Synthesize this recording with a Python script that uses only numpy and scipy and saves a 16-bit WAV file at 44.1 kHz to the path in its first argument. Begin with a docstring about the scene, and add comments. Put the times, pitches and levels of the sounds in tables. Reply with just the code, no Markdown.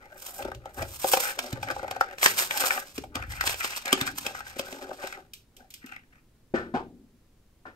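"""Thin plastic creaks softly, then cracks and rips: close by, hands peel a plastic blister off its card.
Rips are clumped grains, creaks are nudged shell modes, snaps are noise cracks with a brief modal ring.
A small metal toy car comes free with faint bright ticks of noise; then the empty pack lands on something
hollow: dull modal blows, each with a fading rattle. A quiet small room, heard through two microphone ports."""
import sys
import numpy as np
from scipy import signal
from scipy.fft import rfft, irfft, next_fast_len
from scipy.io import wavfile
from scipy.ndimage import map_coordinates

SR = 44100
rng = np.random.default_rng(int(sys.argv[2]) if len(sys.argv) > 2 else 0)


def unload_audio(sound):
    """Save the sound as a 16-bit wav file, at the path given as the first command line argument."""
    columns = np.transpose(np.atleast_2d(sound))
    # keep every value between -1 and 1, then stretch to whole-number steps
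    steps = np.round(np.clip(columns, -1, 1) * 32767)
    wavfile.write(sys.argv[1], SR, steps.astype(np.int16))


def convert_level_to_amplitude(level_db):
    """Map a level in decibels to its linear amplitude factor."""
    exponent = np.asarray(level_db, float) / 20
    return 10 ** exponent


N = 341775

# modes of shell and card: pitch_hz, level_db
SHELL_MODES = [(130, -0.5), (270, 1.5), (380, -1), (560, 0), (785, 0.5), (1270, 0), (1500, 8), (1900, 10),
               (2300, 7.5), (2750, 7.5), (4100, -3.5)]
# colour of a crack in the plastic: freq_hz, gain_db
CRACK_COLOUR = [(100, -11), (500, 1), (2000, 7), (15000, -10)]
# squeezes that flex the shell: full_strength_s, held_s, level_db, centre_hz of the modes that answer
FLEXES = [(0, 0.4, -52.5, 720), (0.395, 0.075, -37.5, 630), (.66, 0.037, -45, 700),
          (0.785, 0.04, -34.5, 650), (1.231, 0.068, -32.5, 1100), (1.38, 0.21, -44, 600),
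          (1.687, 0.02, -32, 780), (1.761, 0.37, -42.5, 780), (2.24, 0.079, -35, 1100),
          (2.4, 0.019, -34, 900), (2.53, 0.26, -35, 857), (2.621, 0.049, -29.5, 900),
          (3.17, 0.057, -40, 900), (3.32, 0.21, -39, 1300), (3.61, 0.023, -34, 2000),
          (3.69, 0.1, -39.5, 1900), (3.86, 0.22, -37.5, 1100), (4.259, 0.051, -42.5, 800),
          (4.37, 0.32, -46.5, 1040), (4.62, 0.31, -45, 600), (5.02, 0.03, -37.5, 900),
          (5.125, 0.032, -40, 1300), (5.165, 0.016, -45, 330), (5.601, 0.018, -54, 599),
          (5.85, 0.12, -49.5, 1567), (6.136, 0.031, -62, 1322)]


def unit(x):
    """Scaled to rms 1."""
    return x / np.sqrt(np.mean(x ** 2) + 1e-20)


def along(points, hz):
    """Reads a (freq_hz, value) curve on a log frequency axis."""
    f, v = np.transpose(points)
    return np.interp(np.log(hz + 1), np.log(f + 1), v)


def filtered(x, response):
    """Multiplies the spectrum of x by a response of frequency, which may be complex."""
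    size = next_fast_len(N + SR // 2)
    hz = np.fft.rfftfreq(size, 1 / SR)
    return irfft(rfft(x, size) * response(hz), size)[..., :N]


def equalised(x, curve):
    """x through a (freq_hz, gain_db) curve."""
    return filtered(x, lambda hz: convert_level_to_amplitude(along(curve, hz)))


def coloured(x, curve):
    """x through a (freq_hz, gain_db) curve, then scaled to rms 1."""
    return unit(equalised(x, curve))


def wobble(rate):
    """A smooth random curve with this many knots a second, 400 at most."""
    knots = rng.standard_normal(int(N * 400 / SR) + 4)
    return map_coordinates(knots, [np.arange(N) * min(rate, 400) / SR])


def grains(per_s, spread_db, clump_db):
    """Tiny breaks at random moments, of widely scattered size, swelling and thinning in clumps; rms 1."""
    chance, size, sign = rng.random(N), rng.exponential(size=N), rng.standard_normal(N)
    level_db = spread_db * np.minimum(size, 2.5) + clump_db * wobble(90)
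    return unit((chance < per_s / SR) * sign * convert_level_to_amplitude(level_db))


def ring(modes, t60_1k, centre_hz, octaves, scatter_db):
    """One blow: modes near the centre sound most, each at a new strength; higher ones die sooner; peak 1."""
    hz, db = np.transpose(modes)[:, :, None]
    t = np.arange(SR // 4) / SR
    luck = rng.standard_normal((2, len(modes), 1))
    level_db = db - 6 * (np.log2(hz / centre_hz) / octaves) ** 2 + scatter_db * luck[0]
    fade_db = -60 * t / t60_1k * (hz / 1000) ** .3
    detuned_hz = hz * (1 + .04 * luck[1])
    tone = np.sum(convert_level_to_amplitude(level_db + fade_db) * np.sin(2 * np.pi * detuned_hz * t), 0)
    tone = tone * (1 - np.exp(-(t * centre_hz / 0.81) ** 2))  # swells in within about a cycle
    return tone / np.abs(tone).max()


def add(track, s, sound):
    """Mixes a sound in at a time in seconds."""
    track[round(s * SR):][:len(sound)] += sound


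def stroke_powers(rows):
    """Power of each grip, every ms: it swells, holds and lets go at fixed speeds in dB."""
    rise_db_per_s, fall_db_per_s = 406.5, 301.5
    t = np.arange(0, N / SR + .002, .001)
    s, held, db = np.transpose(rows)[:3, :, None]
    swell_db = rise_db_per_s * np.maximum(s - t, 0)
    release_db = fall_db_per_s * np.maximum(t - s - held, 0)
    return convert_level_to_amplitude(2 * (db - swell_db - release_db))


def from_ms(curve):
    """A curve with a value every ms, read at every sample."""
    return np.interp(np.arange(N) / SR, np.arange(len(curve)) / 1000, curve)


def strokes(rows):
    """Gain of overlapping grips, their powers summed."""
    return from_ms(np.sqrt(np.sum(stroke_powers(rows), 0)))


def snaps():
    """Strain creaks up for some milliseconds, the fold or fibre cracks; after a fold the shell rings briefly."""
    # the shell buckles: start_s, crack_db (before colouring), ring_centre_hz, ring_re_crack_db
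    folds = [(.403, -38.5, 610, 7), (0.45, -34.5, 504, 9.5), (0.4819, -42.5, 522, 15),
             (.516, -39, 1000, 14.5), (0.6563, -38.5, 680, 11), (0.824, -23.5, 594, 2),
             (1.0434, -20.5, 620, 8.5), (1.1353, -8.5, 786, 1), (1.1715, -17, 685, 0),
             (1.528, -24.5, 168, 3.5), (1.6292, -25, 850, 3.5), (1.711, -26.5, 770, 3),
             (1.7635, -38.5, 780, 15.5), (1.794, -40, 890, 13.5), (1.83, -36.5, 684, 13),
             (1.845, -43, 685, 16), (1.88, -34.5, 690, 6), (1.9107, -22, 760, -2.5),
             (1.9637, -33.5, 743.6, 10), (2.0096, -19.5, 895, 14.5), (2.2293, -12.5, 2420, 1),
             (2.26, -1.5, 2686, -20.5), (2.5091, -19.5, 2340, 2.5), (2.637, -22, 915, 5),
             (2.706, -22, 1510, 11), (2.98, -24, 297, 0.5), (3.038, -39.5, 700, 8), (3.1546, -19, 280, -11),
             (3.4095, -18, 1510, 4), (3.4388, -24.5, 694, -2), (3.928, -4, 293, -13.5),
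             (4.0122, -13, 192, -9.5), (4.075, -22.5, 1450, 0), (4.265, -15.5, 567, -13.5),
             (4.349, -38.5, 1110, 15), (4.405, -34.5, 1110, 8.5), (4.563, -42.5, 450, 12),
             (4.5942, -16.5, 480, -3), (4.7261, -28.5, 403, -6), (4.8255, -33, 513, -3.5),
             (4.892, -42, 520, 11.5), (4.913, -46, 700, 20.5), (5.04, -35, 546, 10.5),
             (5.841, -53.5, 266, 17)]
    # single fibres of card part with a dry click: start_s, crack_db (before colouring)
    fibre_clicks = [(0.425, -29), (0.5483, -35), (1.39, -15), (2.1834, -29), (2.2138, -26), (2.3899, -18.5),
                    (3.4745, -12), (3.4947, -19), (3.5427, -24.5), (3.645, -17.5), (3.8566, -20),
                    (3.8795, -22), (5.0718, -25.5)]
    cracks, rings = np.zeros(N + SR), np.zeros(N + SR)
    t = np.arange(-SR // 50, SR // 20) / SR  # the crack is at 0
    strain = .25 * convert_level_to_amplitude(-60 * np.abs(t) / np.where(t < 0, .02, .04))
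    after = np.maximum(t, 0)
    burst = (1 - np.exp(-after / 0.00059)) * convert_level_to_amplitude(-60 * after / 0.016)
    for s, db, *_ in folds + fibre_clicks:
        add(cracks, s + t[0], convert_level_to_amplitude(db) * (strain + burst) * rng.standard_normal(len(t)))
    for s, db, hz, ring_db in folds:
        tone = ring(SHELL_MODES, .03, hz, octaves=.6, scatter_db=2)
        add(rings, s, convert_level_to_amplitude(db + ring_db) * tone)
    return rings[:N] + equalised(cracks[:N], CRACK_COLOUR)


def ripping():
    """Glue and fibres let go as dense grains; the treble flickers and is strongest in the first pulls."""
    # pulls that rip glue and fibres: full_strength_s, held_s, level_db
    pulls = [(.2, 0.091, -45), (.35, 0.035, -46), (.78, 0.034, -48.5), (.91, 0.062, -43),
             (1.02, 0.079, -33), (1.09, 0.21, -32), (1.41, 0.07, -43), (1.63, 0.15, -45.5),
             (2.245, 0.03, -25.5), (2.395, 0.03, -23.5), (2.53, 0.19, -31), (2.75, 0.071, -42),
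             (2.87, .13, -49), (3.31, 0.044, -45), (3.47, 0.05, -28.5), (3.62, 0.037, -32),
             (3.71, 0.064, -34.5), (3.92, 0.18, -44.5), (4.18, 0.2, -42.5), (4.47, 0.27, -47.5),
             (4.72, 0.25, -50), (5.02, .12, -46.5)]
    # colour of the rip: freq_hz, gain_db
    rip_colour = [(200, -25.5), (1000, -2), (2500, -4), (9000, -5.5), (14000, -9.5)]
    # course of the rip's treble: time_s, gain_db
    treble_course = [(.4, 10.5), (1.299, 6), (1.599, -12.5), (2.3, 4.5), (5.199, -6.5)]
    rip = coloured(grains(6000, spread_db=3.5, clump_db=4) * convert_level_to_amplitude(2 * wobble(45)), rip_colour)
    treble = filtered(rip, lambda hz: 1 / (1 + (8000 / (hz + 1)) ** 4))
    treble_db = np.interp(np.arange(N) / SR, *np.transpose(treble_course)) + 2.5 * wobble(25)
    return strokes(pulls) * (rip + (convert_level_to_amplitude(treble_db) - 1) * treble)


def creases():
    """Separate folds nudge the shell's modes, which sag and rise as it bends; strong squeezes set the centre."""
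    grip = grains(400, spread_db=3.5, clump_db=2.5)
    weight = stroke_powers(FLEXES)
    octave = np.log2([row[3] for row in FLEXES])
    centre = from_ms(octave @ weight / weight.sum(0))
    out, power = 0, 0
    for hz, db in SHELL_MODES[1:]:  # the lowest mode takes no part in the creasing
        own = grains(900, spread_db=2, clump_db=3)
        pushes = convert_level_to_amplitude(3 * wobble(40)) * (grip + .6 * own)
        mode = signal.iirpeak(hz, 6, SR)
        tone = signal.lfilter(*mode, signal.lfilter(*mode, pushes))  # a soft push: steep skirts
        bent = np.interp(np.arange(N) + 75 * wobble(12), np.arange(N), tone)  # a moving delay bends pitch
        gain = convert_level_to_amplitude(db - 6.5 * (np.log2(hz) - centre) ** 2)
        out = out + gain * unit(bent)
        power = power + gain ** 2
    crackle = convert_level_to_amplitude(-13) * coloured(grip, CRACK_COLOUR)
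    return unit((out / np.sqrt(power) + crackle) * convert_level_to_amplitude(1.5 * wobble(30)))


def flexing():
    """Squeezes bring up the creasing of the shell."""
    return strokes(FLEXES) * creases()


def bumping():
    """Hands bump the pack and the desk: a low, unsteady rumble of noise."""
    # bumps of the hands: full_strength_s, held_s, level_db
    bumps = [(.42, 0.17, -50), (.81, 0.02, -37.5), (1.55, 0.39, -52), (2.99, 0.053, -43),
             (3.17, .33, -46.5), (3.94, 0.66, -60), (6.56, .05, -47.5)]
    # colour of the rumble: freq_hz, gain_db
    thud_colour = [(20, -28.5), (50, 8), (120, 4.5), (300, -41)]
    return strokes(bumps) * coloured(rng.standard_normal(N) * convert_level_to_amplitude(4 * wobble(25)), thud_colour)


def ticks():
    """Small bright contacts of the freed car's axles and metal: a sharp edge and a short hiss."""
    # the toy car ticks in the fingers: start_s, level_db (before colouring)
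    contacts = [(5.3345, -33), (5.5657, -41.5), (5.7039, -38.5), (5.739, -33.5), (5.8608, -41)]
    # colour of a tick: freq_hz, gain_db
    tick_colour = [(800, -24.5), (2500, 6.5), (15000, -0.5)]
    out, t = np.zeros(N + SR), np.arange(SR // 10) / SR
    edge = (1 - np.exp(-t / 0.0017)) * convert_level_to_amplitude(-60 * t / 0.023)
    hiss = 0.15 * convert_level_to_amplitude(-60 * t / 0.26)
    for s, db in contacts:
        add(out, s, convert_level_to_amplitude(db) * (edge + hiss) * rng.standard_normal(len(t)))
    return equalised(out[:N], tick_colour)


def drops():
    """A dull blow on a hollow body, then the light pack rattles to rest and keeps the body humming."""
    # the pack lands: start_s, peak_db, ring_centre_hz, rattle_re_peak_db, rattle_centre_hz, rattle_t60_s
    landings = [(6.538, -15, 388, -10, 1495, 0.27), (6.738, -20.5, 245, 0.5, 825, 0.18),
                (7.653, -34, 925, -3, 1132, 0.178)]
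    # modes of the hollow thing it lands on: pitch_hz, level_db
    hollow_modes = [(250, -1.5), (360, -2), (530, -3), (780, 1), (980, 0.5), (1450, 8), (1700, 8.5)]
    # colour of the rattle before each landing dulls it: freq_hz, gain_db
    rattle_colour = [(60, -16.5), (300, -5), (1500, -15), (6000, -31.5), (15000, -40.5)]
    out, t = np.zeros(N + SR), np.arange(SR // 2) / SR
    hiss = np.pad(coloured(grains(4000, spread_db=1, clump_db=1), rattle_colour), (0, SR))
    for s, db, hz, rattle_db, rattle_hz, t60 in landings:
        add(out, s, convert_level_to_amplitude(db) * ring(hollow_modes, .05, hz, octaves=.6, scatter_db=1))
        body = ring(hollow_modes, 0.03, rattle_hz, octaves=0.54, scatter_db=1)
        hum = signal.fftconvolve(rng.standard_normal(len(t)), body, "same")
        dull = signal.butter(1, 3.0 * rattle_hz, fs=SR)
        rattle = signal.lfilter(*dull, hiss[round(s * SR):][:len(t)]) + 0.97 * unit(hum)
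        fade = convert_level_to_amplitude(db + rattle_db - 60 * t / t60) * (1 - np.exp(-t / 0.018))
        add(out, s, fade * rattle)
    return out[:N]


def tails(t60s):
    """Two unrelated noise tails of energy 1; each frequency dies at its own speed."""
    hz, t, z = signal.stft(rng.standard_normal((2, SR // 2)), SR, nperseg=256)
    fade = convert_level_to_amplitude(-60 * t / along(t60s, hz)[:, None])
    tail = signal.istft(z * fade, SR, nperseg=256)[1]
    return tail / np.linalg.norm(tail, axis=1, keepdims=True)


def desk_scatter(near):
    """The desk smears the near sound with one quick noise tail."""
    return signal.fftconvolve(near, tails([(100, 0.15), (10000, 0.029)])[0])[:N]  # (freq_hz, t60_s)


def room_tail(near):
    """The small room answers 300 samples later with two unrelated tails."""
    # decay of the room: freq_hz, t60_s
    room_t60 = [(150, 1), (1000, 0.077), (4000, 0.31), (15000, 0.018)]
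    late = np.pad(near, (300, 0))[None]
    return convert_level_to_amplitude(-14.0) * signal.fftconvolve(late, tails(room_t60), axes=1)[:, :N]


def ports(alike, unlike):
    """Both ports share one part and oppose the other; the right lags by a phase set by the housing."""
    # phase between the ports: freq_hz, right_lag_radians
    lag = [(600, .2), (1640, 2.3), (2150, 4.5), (3300, 9.3), (3750, 12.2), (4700, 12), (5500, 14.6),
           (10450, 9.45), (16000, 3.5)]
    # likeness of the ports: freq_hz, likeness (0-1)
    likeness = [(700, .97), (1300, .65), (1900, .95), (3900, .4), (7000, .4), (8500, .87), (10500, .995)]
    # balance of the ports: freq_hz, left_over_right_db
    balance = [(1200, 2), (6200, -1.8)]

    def turn(hz):
        return np.arccos(np.clip(along(likeness, hz), 0, 1)) / 2

    def lean(hz):  # half the difference; the right port gets the inverse
        return convert_level_to_amplitude(along(balance, hz) / 2) * np.exp(.5j * np.interp(hz, *np.transpose(lag)))

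    mid, side = filtered(np.array([alike, unlike]), lambda hz: [np.cos(turn(hz)), np.sin(turn(hz))])
    return filtered(np.array([mid + side, mid - side]), lambda hz: [lean(hz), 1 / lean(hz)])


def quiet_air():
    """Faint coloured noise: both ports share one layer and oppose another that lacks the bass."""
    # colour of the air: freq_hz, gain_db
    air_colour = [(20, 3), (60, 0), (300, -9), (700, -22), (2000, -28), (16000, -36.5)]
    air = convert_level_to_amplitude(-61.5) * np.array([coloured(rng.standard_normal(N), air_colour) for layer in range(2)])
    apart = filtered(air[1], lambda hz: hz / (hz + 900))
    return air[0] + apart * [[1], [-1]]


def scene():
    """The pack close by, the desk's quick scatter, the room's tail and the quiet air."""
    near = snaps() + ripping() + flexing() + bumping() + ticks() + drops()
    room = room_tail(near)
    return ports(near + room[0], desk_scatter(near) + room[1]) + quiet_air()


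def top_cut(x):
    """Nothing passes above the cut-off."""
    return signal.sosfilt(signal.butter(12, 16660, fs=SR, output="sos"), x)


def record(dry):
    """Peaks are rounded off below 0.75 of full scale and the top treble drops by 28 dB."""
    rounded = dry / (1 + np.abs(dry / .75) ** 6) ** (1 / 6)
    dull = filtered(rounded, lambda hz: np.where(hz < 15750, 1, convert_level_to_amplitude(-28)))
    return top_cut(dull)


dry = scene()
out = record(dry)
unload_audio(out)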